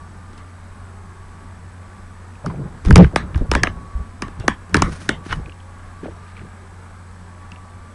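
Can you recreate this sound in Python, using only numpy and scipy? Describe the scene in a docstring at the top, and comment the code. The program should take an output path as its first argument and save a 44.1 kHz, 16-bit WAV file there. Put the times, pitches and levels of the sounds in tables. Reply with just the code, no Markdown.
"""A dog, a bone and a portable computer

A small dog lies with its bone in front of a portable computer whose built-in microphone listens.
The casing is pushed about: dispersed bursts make its snaps, damped swings its thumps and knocks,
swelling filtered noise its shaking, creaking and rubbing. Short damped swings tick on the bone.
Shaped noise makes the rush of the fan, sines its whistles, the hum of the disk and an electric
whine in bursts; summed harmonics make a faint ticking buzz.
"""
import sys
import numpy as np
from scipy import signal
from scipy.fft import rfft, irfft, next_fast_len
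from scipy.io import wavfile
from scipy.ndimage import uniform_filter1d, map_coordinates

SR = 44100
rng = np.random.default_rng(int(sys.argv[2]) if len(sys.argv) > 2 else 0)


def wrap_up_sound(samples):
    """Save the sound to the file named by the first command line argument, as 16-bit audio."""
    columns = np.atleast_2d(samples).T
    # keep every value between -1 and 1, then stretch to whole-number steps
    tamed = np.clip(columns, -1, 1)
    steps = np.round(tamed * 32767).astype(np.int16)
    wavfile.write(sys.argv[1], SR, steps)


N = 350374


def amp(db):
    """Decibel law: level in dB to amplitude gain."""
    return 10 ** (np.asarray(db) / 20)


def unit(x):
    """Normalisation to an rms of 1."""
    return x / np.sqrt(np.mean(x ** 2) + 1e-20)


def along(points, hz):
    """Interpolation of (frequency, value) points on a logarithmic frequency axis."""
    f, v = np.transpose(points)
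    return np.interp(np.log(hz + 1), np.log(f + 1), v)


def curves(rows):
    """Linear interpolation in time: one value per sample for each column after the time."""
    s, *cols = np.transpose(rows)
    return [np.interp(np.arange(N) / SR, s, c) for c in cols]


def wobble(rate):
    """Slow random modulation: a smooth curve through `rate` random knots a second."""
    knots = rng.standard_normal(int(N * rate / SR) + 4)
    return map_coordinates(knots, [np.arange(N) * rate / SR])


def filtered(x, response):
    """Linear filtering: the spectrum of x times a complex response of frequency."""
    m = next_fast_len(len(x) + 8192)
    return irfft(rfft(x, m) * response(np.fft.rfftfreq(m, 1 / SR)), m)[:len(x)]


def lowpass(x, edge_hz, order):
    """Zero-phase low-pass filtering with a smooth edge."""
    return filtered(x, lambda f: 1 / (1 + (f / edge_hz) ** order))


def noise(spectrum, lo_hz=0, hi_hz=20000):
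    """Spectral shaping: coloured noise whose rms is 1 between the two edges."""
    x = filtered(rng.standard_normal(N), lambda hz: amp(along(spectrum, hz)))
    return x / np.std(filtered(x, lambda hz: (hz >= lo_hz) & (hz < hi_hz)))


def bumps_db(table, hz):
    """Resonant emphasis: bell-shaped lifts of a spectrum in dB."""
    return sum(db * np.exp(-((hz - c) / w) ** 2) for c, w, db in table)


def streaky(x, depth_db):
    """Band-wise modulation: narrow bands swell for some tenths of a second."""
    z = signal.stft(x, nperseg=2048)[2]
    field = uniform_filter1d(rng.standard_normal(z.shape), size=9, axis=1)
    return signal.istft(z * amp(depth_db * unit(field)), nperseg=2048)[1][:N]


def swaying(spectrum, even):
    """Envelope compression: low noise with its swells evened out, like a mass rocking on a spring."""
    x = noise(spectrum)
    envelope = np.abs(signal.hilbert(x, next_fast_len(N))[:N])
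    return unit(x / (envelope + 0.15) ** even)


def swells(rows, rise_db_per_s):
    """Exponential rise, hold and decay: one dB curve per level column, the strongest row leading."""
    s, hold, t60, *levels_db = np.transpose(rows)[:, :, None]
    clock = np.arange(0, N / SR, .001)
    t = clock - s
    shape_db = np.minimum(rise_db_per_s * t, 0) - 60 * np.maximum(t - hold, 0) / t60
    return [np.interp(np.arange(N) / SR, clock, (shape_db + db).max(axis=0)) for db in levels_db]


def add(track, s, sound):
    """Superposition: mixes a sound in at time s."""
    part = track[round(s * SR):][:len(sound)]
    part += sound[:len(part)]


# Runs of whine bursts, each at a steady pace: first_burst_s [s], period_s [s]
WHINE_RUNS = [(.002, .04185), (3.007, .0502), (3.964, .0418), (4.297, .0505), (4.398, .0418),
              (6.195, .0335), (6.396, .04186)]
WHINE_HZ, WHINE_DB, BURST_S = 8000, -62.5, .027


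def whine():
    """Gated pure tone: an electric whine picked up in bursts whose pace changes in steps."""
    t = np.arange(N) / SR
    first, pace = np.transpose(WHINE_RUNS)
    run = np.maximum(np.searchsorted(first, t) - 1, 0)
    gate = ((t - first[run]) % pace[run] < BURST_S) * 1.
    soft_gate = uniform_filter1d(gate, 60)
    return amp(WHINE_DB) * soft_gate * np.sin(2 * np.pi * WHINE_HZ * t)


BUZZ_HZ, BUZZ_START_S, HARMONIC_DB = 59.27, .0099, -71.0


def screen_buzz():
    """Fourier synthesis: harmonics in phase add up to a faint tick at every screen refresh."""
    t = np.arange(N) / SR - BUZZ_START_S
    orders = np.arange(16, 52)[:, None]
    band = 1 / (1 + ((orders * BUZZ_HZ - 2050) / 450) ** 4)  # strongest near 2050 Hz
    return amp(HARMONIC_DB) * np.sum(band * np.cos(2 * np.pi * orders * BUZZ_HZ * t), axis=0)


# Orders of the disk spindle: pitch_hz [Hz], peak level_db [dB]
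DISK_ORDERS = [(89.6, -37.5), (178, -55)]


def disk():
    """Rotational hum: steady sines at the spindle orders, their levels slightly unsteady."""
    t = np.arange(N) / SR
    return sum(amp(db + 0.57 * wobble(3.3)) * np.sin(2 * np.pi * hz * t) for hz, db in DISK_ORDERS)


# Spectrum of the fan's air noise: frequency_hz [Hz], relative density_db [dB per Hz]
AIR_SPECTRUM = [(12, -34), (20, -4), (59, -9.5), (76, -13), (96, -10.5), (116, -18.5), (202, -13),
                (363, -28.5), (393, -26), (724, -24.5), (1140, -21), (2740, -37.5), (7320, -38),
                (8140, -36.5), (11500, -41), (15000, -76), (22000, -120)]
# Resonances of the air path: centre_hz [Hz], width_hz [Hz], lift_db [dB]
DUCT_RESONANCES = [(374, 46, 5), (852, 79, 1.5), (1627, 140, 3.5), (1770, 28, 3)]
# Course of the low part of the rush: time_s [s], relative level_db [dB]
LOW_COURSE = [(0, -46), (.8, -44.5), (2.3, -45.5), (3.2, -41), (5.2, -47), (7.94, -47.5)]
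RUSH_DB, AIR_HISS_DB = -48, -54  # gains of the middle and high parts


def rushing_air():
    """Turbulence noise: the fan's stream, coloured by its duct, in three parts."""
    low_db, = curves(LOW_COURSE)
    air = noise(AIR_SPECTRUM, lo_hz=640, hi_hz=2150)
    air = filtered(streaky(air, depth_db=2.5), lambda f: amp(bumps_db(DUCT_RESONANCES, f) - 1.5))
    low = lowpass(air, 300, order=4)
    hiss = air - lowpass(air, 3500, order=4)
    out = amp(low_db - 1.0 + 0.73 * wobble(7.7)) * low
    out += amp(RUSH_DB + 0.63 * wobble(8)) * (air - low - hiss)
    return out + amp(AIR_HISS_DB) * hiss


# Course of the wavering whistle: time_s [s], pitch_hz [Hz], mean level_db [dB]
WHISTLE_COURSE = [(0, 1140, -44), (.15, 1200, -52), (.9, 1181, -62), (1.1, 1133, -52.5), (2.0, 1149, -51.5),
                  (2.4, 1180, -77), (3.75, 1125, -47), (4.2, 1149, -55), (5.5, 1148, -51.5),
                  (5.9, 1131, -53.5), (6.3, 1202, -51), (6.9, 1142, -68), (7.28, 1125, -54),
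                  (7.45, 1150, -43), (7.51, 1145, -59), (7.57, 1155, -45), (7.7, 1140, -52.5),
                  (7.94, 1188, -50)]
# Brief soundings of a second thin whistle: full_strength_s [s], hold_s [s], t60_s [s], level_db [dB]
SECOND_WHISTLE = [(.95, 0.019, 2.1, -54), (2.25, .02, .5, -53)]
SECOND_WHISTLE_HZ = 1257


def whistles():
    """Frequency modulation: two thin tones of the fan waver at random in pitch and level."""
    second_db, = swells(SECOND_WHISTLE, rise_db_per_s=180)
    out = np.zeros(N)
    for pitch_hz, db in (curves(WHISTLE_COURSE), (SECOND_WHISTLE_HZ, second_db)):
        cycles = np.cumsum(pitch_hz + 5 * wobble(30)) / SR
        out += amp(db + 3.2 * wobble(9)) * np.sin(2 * np.pi * cycles)
    return out


# Spectra of rubbing, shaking and creaking: frequency_hz [Hz], relative density_db [dB per Hz]
RUB_SPECTRUM = [(180, -30), (300, 1.5), (957, -0.5), (1150, 0), (1490, 3.5), (6250, -19.5), (7620, -27),
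                (9430, -21.5), (11500, -35), (15000, -55), (22000, -120)]
SHAKE_SPECTRUM = [(12, -22), (30, -1), (45, -2), (62, -0.5), (90, -4), (120, -15), (160, -60), (260, -120)]
CREAK_SPECTRUM = [(59, -38), (100, -4.5), (167, 2), (237, -14), (284, -13), (455, -18.5), (500, -22.5),
                  (650, -43), (1100, -120)]
# Pushes that shift the machine:
# full_strength_s [s], hold_s [s], t60_s [s], shake level_db [dB], creak level_db [dB]
MACHINE_PUSHES = [(2.47, 0.17, 0.63, -36.5, -29.5), (2.915, 0.028, 0.13, -5.5, -9),
                  (2.965, 0.049, 0.18, -8, -4.5), (3.03, 0.02, .07, -6, -15.5),
                  (3.15, 0.12, .3, -29.5, -30.5), (3.364, .07, 0.16, -25, -26.5),
                  (3.522, .03, .9, -21, -24.5), (3.974, .03, .4, -43, -42), (4.24, 0.033, 0.16, -34, -30.5),
                  (4.39, 0.11, .3, -33.5, -37.5), (4.75, 0.064, 0.63, -22, -23.5),
                  (5.09, .02, 0.41, -30, -28), (5.325, 0.016, 0.46, -22.5, -26.5),
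                  (6.034, .09, 0.65, -42, -41.5), (6.41, 0.016, 0.34, -41, -36)]
# Slides over cloth: full_strength_s [s], hold_s [s], t60_s [s], rasp level_db [dB], hiss level_db [dB]
CLOTH_SLIDES = [(2.85, 0.075, 0.71, -48, -56), (3.0, .01, 0.15, -24.5, -50), (4.765, 0.035, 0.16, -40, -52),
                (4.83, 0.26, 0.23, -49.5, -52), (5.27, 0.054, 0.33, -46, -50),
                (5.322, 0.0082, 0.033, -24, -44.5), (6.035, 0.06, .3, -51.5, -73),
                (6.28, .13, 0.47, -53, -72)]
# The rustle follows the creak up to this level, or the rasp, this far below
CREAK_RUSTLES_DB, RUSTLE_DB = -39, -8


def shifting():
    """Friction noise: pushes shake, creak and rustle the machine; slides rasp and hiss as fine grains."""
    grains = noise(RUB_SPECTRUM) * amp(2.7 * wobble(55) + 2.0 * wobble(500))
    rustle = lowpass(grains, 1300, order=6)
    hiss = grains - lowpass(grains, 5000, order=6)
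    rasp = grains - rustle - hiss
    shake = swaying(SHAKE_SPECTRUM, even=0.42)
    creak = swaying(CREAK_SPECTRUM, even=0.43) * amp(5.1 * wobble(30))
    shake_db, creak_db = swells(MACHINE_PUSHES, rise_db_per_s=409)
    rasp_db, hiss_db = swells(CLOTH_SLIDES, rise_db_per_s=498)
    rustle_db = np.maximum(np.minimum(creak_db, CREAK_RUSTLES_DB), rasp_db) + RUSTLE_DB
    layers = [(shake_db, shake), (creak_db, creak), (rustle_db, rustle), (rasp_db, rasp), (hiss_db, hiss)]
    return sum(amp(db) * unit(x) for db, x in layers)


def damped_swings(table, t60_s, attack_s, rough, glide):
    """Damped oscillation: a soft start, a pitch that drops at first and an unsteady phase."""
    out, t = np.zeros(N), np.arange(SR // 5) / SR
    for s, db, hz in table:
        drift = rough * np.cumsum(rng.standard_normal(len(t))) * np.sqrt(hz / SR)
        cycles = hz * t + glide * (1 - np.exp(-hz * t))
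        swing = np.sin(2 * np.pi * cycles + uniform_filter1d(drift, int(SR / hz / 2)))
        swing = swing * amp(-60 * t / t60_s) * (1 - np.exp(-t / attack_s))
        add(out, s, amp(db) * swing / np.abs(swing).max())
    return out


# Teeth or claws on the bone: start_s [s], peak level_db [dB], settled pitch_hz [Hz]
BONE_TICKS = [(2.354, -41, 2460), (2.5594, -41, 2280), (5.4593, -32, 2440), (5.4955, -34, 2495),
              (5.5215, -36, 2740), (5.6026, -42.5, 2855), (6.2652, -44, 2393), (6.368, -33, 2360),
              (6.3939, -36, 2250), (7.519, -29.5, 2640), (7.5597, -37.5, 2740)]


def bone_ticks():
    """Impact on a small stiff body: high swings that die within hundredths of a second."""
    return damped_swings(BONE_TICKS, t60_s=0.014, attack_s=0.00039, rough=0.57, glide=0.15)


# Dull knocks: start_s [s], peak level_db [dB], settled pitch_hz [Hz]
DULL_KNOCKS = [(2.444, -26, 637), (2.467, -25, 258), (2.498, -29, 1020), (2.538, -32.5, 443),
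               (3.133, -25.5, 335), (3.411, -16.5, 198), (3.411, -27, 355), (3.444, -37, 386),
               (3.562, -16.5, 304), (4.439, -28.5, 337), (4.878, -22.5, 232), (5.48, -34, 240),
               (6.031, -24, 272), (6.056, -24, 365), (6.081, -28, 368), (6.417, -35, 200),
               (7.649, -42, 650)]


def knocks():
    """Heavily damped impact: short swings of middle pitch with a rough phase."""
    return damped_swings(DULL_KNOCKS, t60_s=0.08, attack_s=0.0021, rough=1.86, glide=1.08)


# Soft thumps of the whole machine: start_s [s], peak level_db [dB], settled pitch_hz [Hz]
MACHINE_THUMPS = [(2.865, -6, 44.7), (2.916, 1, 59), (3.044, -3.5, 62.6), (3.355, -8.5, 73),
                  (3.409, -12, 38.2), (3.49, -15.5, 65.4), (3.557, -12, 58), (3.951, -14, 51),
                  (3.998, -18, 61.4), (4.392, -20, 95), (4.413, -29, 88), (4.806, -18, 76.7),
                  (4.838, -16, 37.7)]


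def thumps():
    """Mass on a spring: the whole machine swings low on its support after a soft start."""
    return damped_swings(MACHINE_THUMPS, t60_s=0.073, attack_s=0.017, rough=0.52, glide=0.065)


# Spectrum of the after-rattle: frequency_hz [Hz], relative density_db [dB per Hz]
RATTLE_SPECTRUM = [(88, -44), (150, 14), (479, -12), (991, -6), (1370, -13.5), (1710, -7), (2590, -16),
                   (3530, -17), (4090, -26.5), (8760, -27.5), (11500, -41), (15000, -97), (22000, -120)]
# Bands that stand out in the rattle: centre_hz [Hz], width_hz [Hz], lift_db [dB]
RATTLE_BANDS = [(1120, 190, 5.5), (1674, 40, -3), (2510, 110, -6), (3650, 100, 3.5), (5350, 210, 5)]
# Decay of the rattle before its final cut-off: frequency_hz [Hz], t60_s [s]
RATTLE_DECAY = [(300, 0.17), (2000, 0.28), (5000, 0.23), (10000, .08)]


def rattle(ends_s, ripple_db):
    """Reverberant decay in the shell: other bands ring each time, treble dies first, the end is ragged."""
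    hz, t, z = signal.stft(rng.standard_normal(SR // 8), SR, nperseg=512, noverlap=384)
    bands = unit(uniform_filter1d(rng.standard_normal((2, len(hz))), size=4))[:, :, None]
    colour_db = (along(RATTLE_SPECTRUM, hz) + bumps_db(RATTLE_BANDS, hz))[:, None]
    decay_db = -60 * t / along(RATTLE_DECAY, hz)[:, None]
    shape = amp(colour_db + ripple_db * bands[0] + decay_db)
    cutoff = 1 + (t / ends_s / amp(1.0 * bands[1])) ** 8  # each band ends at its own time
    tail = signal.istft(z * shape / cutoff, SR, nperseg=512, noverlap=384)[1]
    return tail / np.std(tail[:SR // 40])


# Snaps of the casing: time_s [s], body peak level_db [dB],
# treble re body_db [dB], low knock re body_db [dB]
CASING_SNAPS = [(0.332, -39, -6, 1), (0.378, -51, 13.5, -1), (2.461, -14.5, -12, -18), (2.85, -25.5, -1, 5),
                (2.859, -31.5, 6, -1), (2.871, -27, -11, 4), (2.884, -25, -6, -15), (2.907, -2.5, -15, -7),
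                (2.927, -15, -6, -3), (2.958, 2, 1.5, -5), (2.965, -6, -10, -3), (2.979, -7.5, -7, 5),
                (3.045, -13.5, -22, -9), (3.16, -1, -6, -5), (3.345, -24, -19.5, -10),
                (3.358, -25.5, -8, 0), (3.377, -28, -7, -11), (3.515, -6.5, 0.5, -4),
                (3.536, -10.5, -15, -20), (3.551, -3, -9, -7), (3.634, -2, -3, -9.5), (3.671, -9, -20, -15),
                (4.221, -13, -4.5, -3.5), (4.281, -32, -5, 3), (4.399, -33, 1.5, 3), (4.48, 1.5, -9, -7.5),
                (4.695, -39.5, -3, 0), (4.744, -1, -6.5, -6), (4.753, -10, -11, 1.5),
                (4.768, -17, 5.5, 4.5), (4.821, -1.5, -3.5, -4.5), (5.091, -4.5, -4.5, -4),
                (5.259, -29, -10, 5.5), (5.326, -9, -14, -26), (7.518, -44.5, 10, -18)]
# Modes of the casing: centre_hz [Hz], width_hz [Hz], mean level_db [dB]
CASING_MODES = [(279, 202, 10.5), (1230, 380, 5), (1610, 347, 3.5), (2970, 42, -5)]
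# Bright edge of a snap: frequency_hz [Hz], relative density_db [dB per Hz]
BRIGHT_EDGE = [(1500, -38), (2300, 0), (3600, -8), (5200, -4), (8000, -13.5), (10800, -15), (12000, -60),
               (22000, -120)]
# After-rattle of a full-scale snap; dB per dB of peak; dB per dB of treble
RATTLE_DB, RATTLE_GROWS, RATTLE_FOLLOWS = -19, 0.72, 0.59


def snaps():
    """Bending-wave dispersion: a burst of slips crosses the shell and its high tones arrive first."""
    out, t = np.zeros(N), np.arange(SR // 20) / SR
    for s, db, treble_db, knock_db in CASING_SNAPS:
        slips = rng.standard_normal(len(t)) * amp(-60 * t / 0.012) * np.minimum(t / 0.00094, 1) ** 2
        spread = 0.077 * amp(rng.normal(0, 1))  # delay in s = spread / root of frequency
        sizes_db = rng.normal(0, 3.6, len(CASING_MODES))

        def travel(f):
            return np.exp(-4j * np.pi * spread * np.sqrt(f))

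        def shell(f):
            modes = enumerate(CASING_MODES)  # neighbours swing in opposite phase
            return travel(f) * sum((-1) ** k * amp(g + sizes_db[k]) * 1j * f * w
                                   / (c * c - f * f + 1j * f * w) for k, (c, w, g) in modes)

        wave = filtered(slips, shell)
        low = lowpass(wave, 480, order=6)
        body = lowpass(wave, 3300, order=6) - lowpass(wave, 700, order=6)
        high = filtered(slips * amp(-60 * t / 0.16), lambda f: amp(along(BRIGHT_EDGE, f)) * travel(f))
        parts = ((body, 0), (high, treble_db), (low, knock_db))
        add(out, s - .0016, sum(amp(db + d) * p / np.abs(p).max() for p, d in parts))

        tail = rattle(ends_s=0.074, ripple_db=4.5)
        tail_db = RATTLE_DB + RATTLE_GROWS * db + RATTLE_FOLLOWS * treble_db
        fade_in = np.minimum(np.arange(len(tail)) / (0.00083 * SR), 1)
        add(out, s + .002, amp(tail_db) * tail * fade_in)
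    return out


def scene():
    """Superposition of all sources at the one microphone."""
    background = whine() + screen_buzz() + disk() + rushing_air() + whistles()
    handling = shifting() + bone_ticks() + knocks() + thumps() + snaps()
    return (background + handling)[None]


TOP_HZ = 11300


def record(dry):
    """Saturation and band limiting: the input clips at full scale and loses what lies above its limit."""
    clipped = dry[0] / (1 + np.abs(dry[0]) ** 12) ** (1 / 12)
    limited = filtered(clipped, lambda hz: (hz < 1.025 * TOP_HZ) / (1 + (hz / TOP_HZ) ** 60))
    return np.clip(limited, -1, 1)[None]


dry = scene()
out = record(dry)
wrap_up_sound(out)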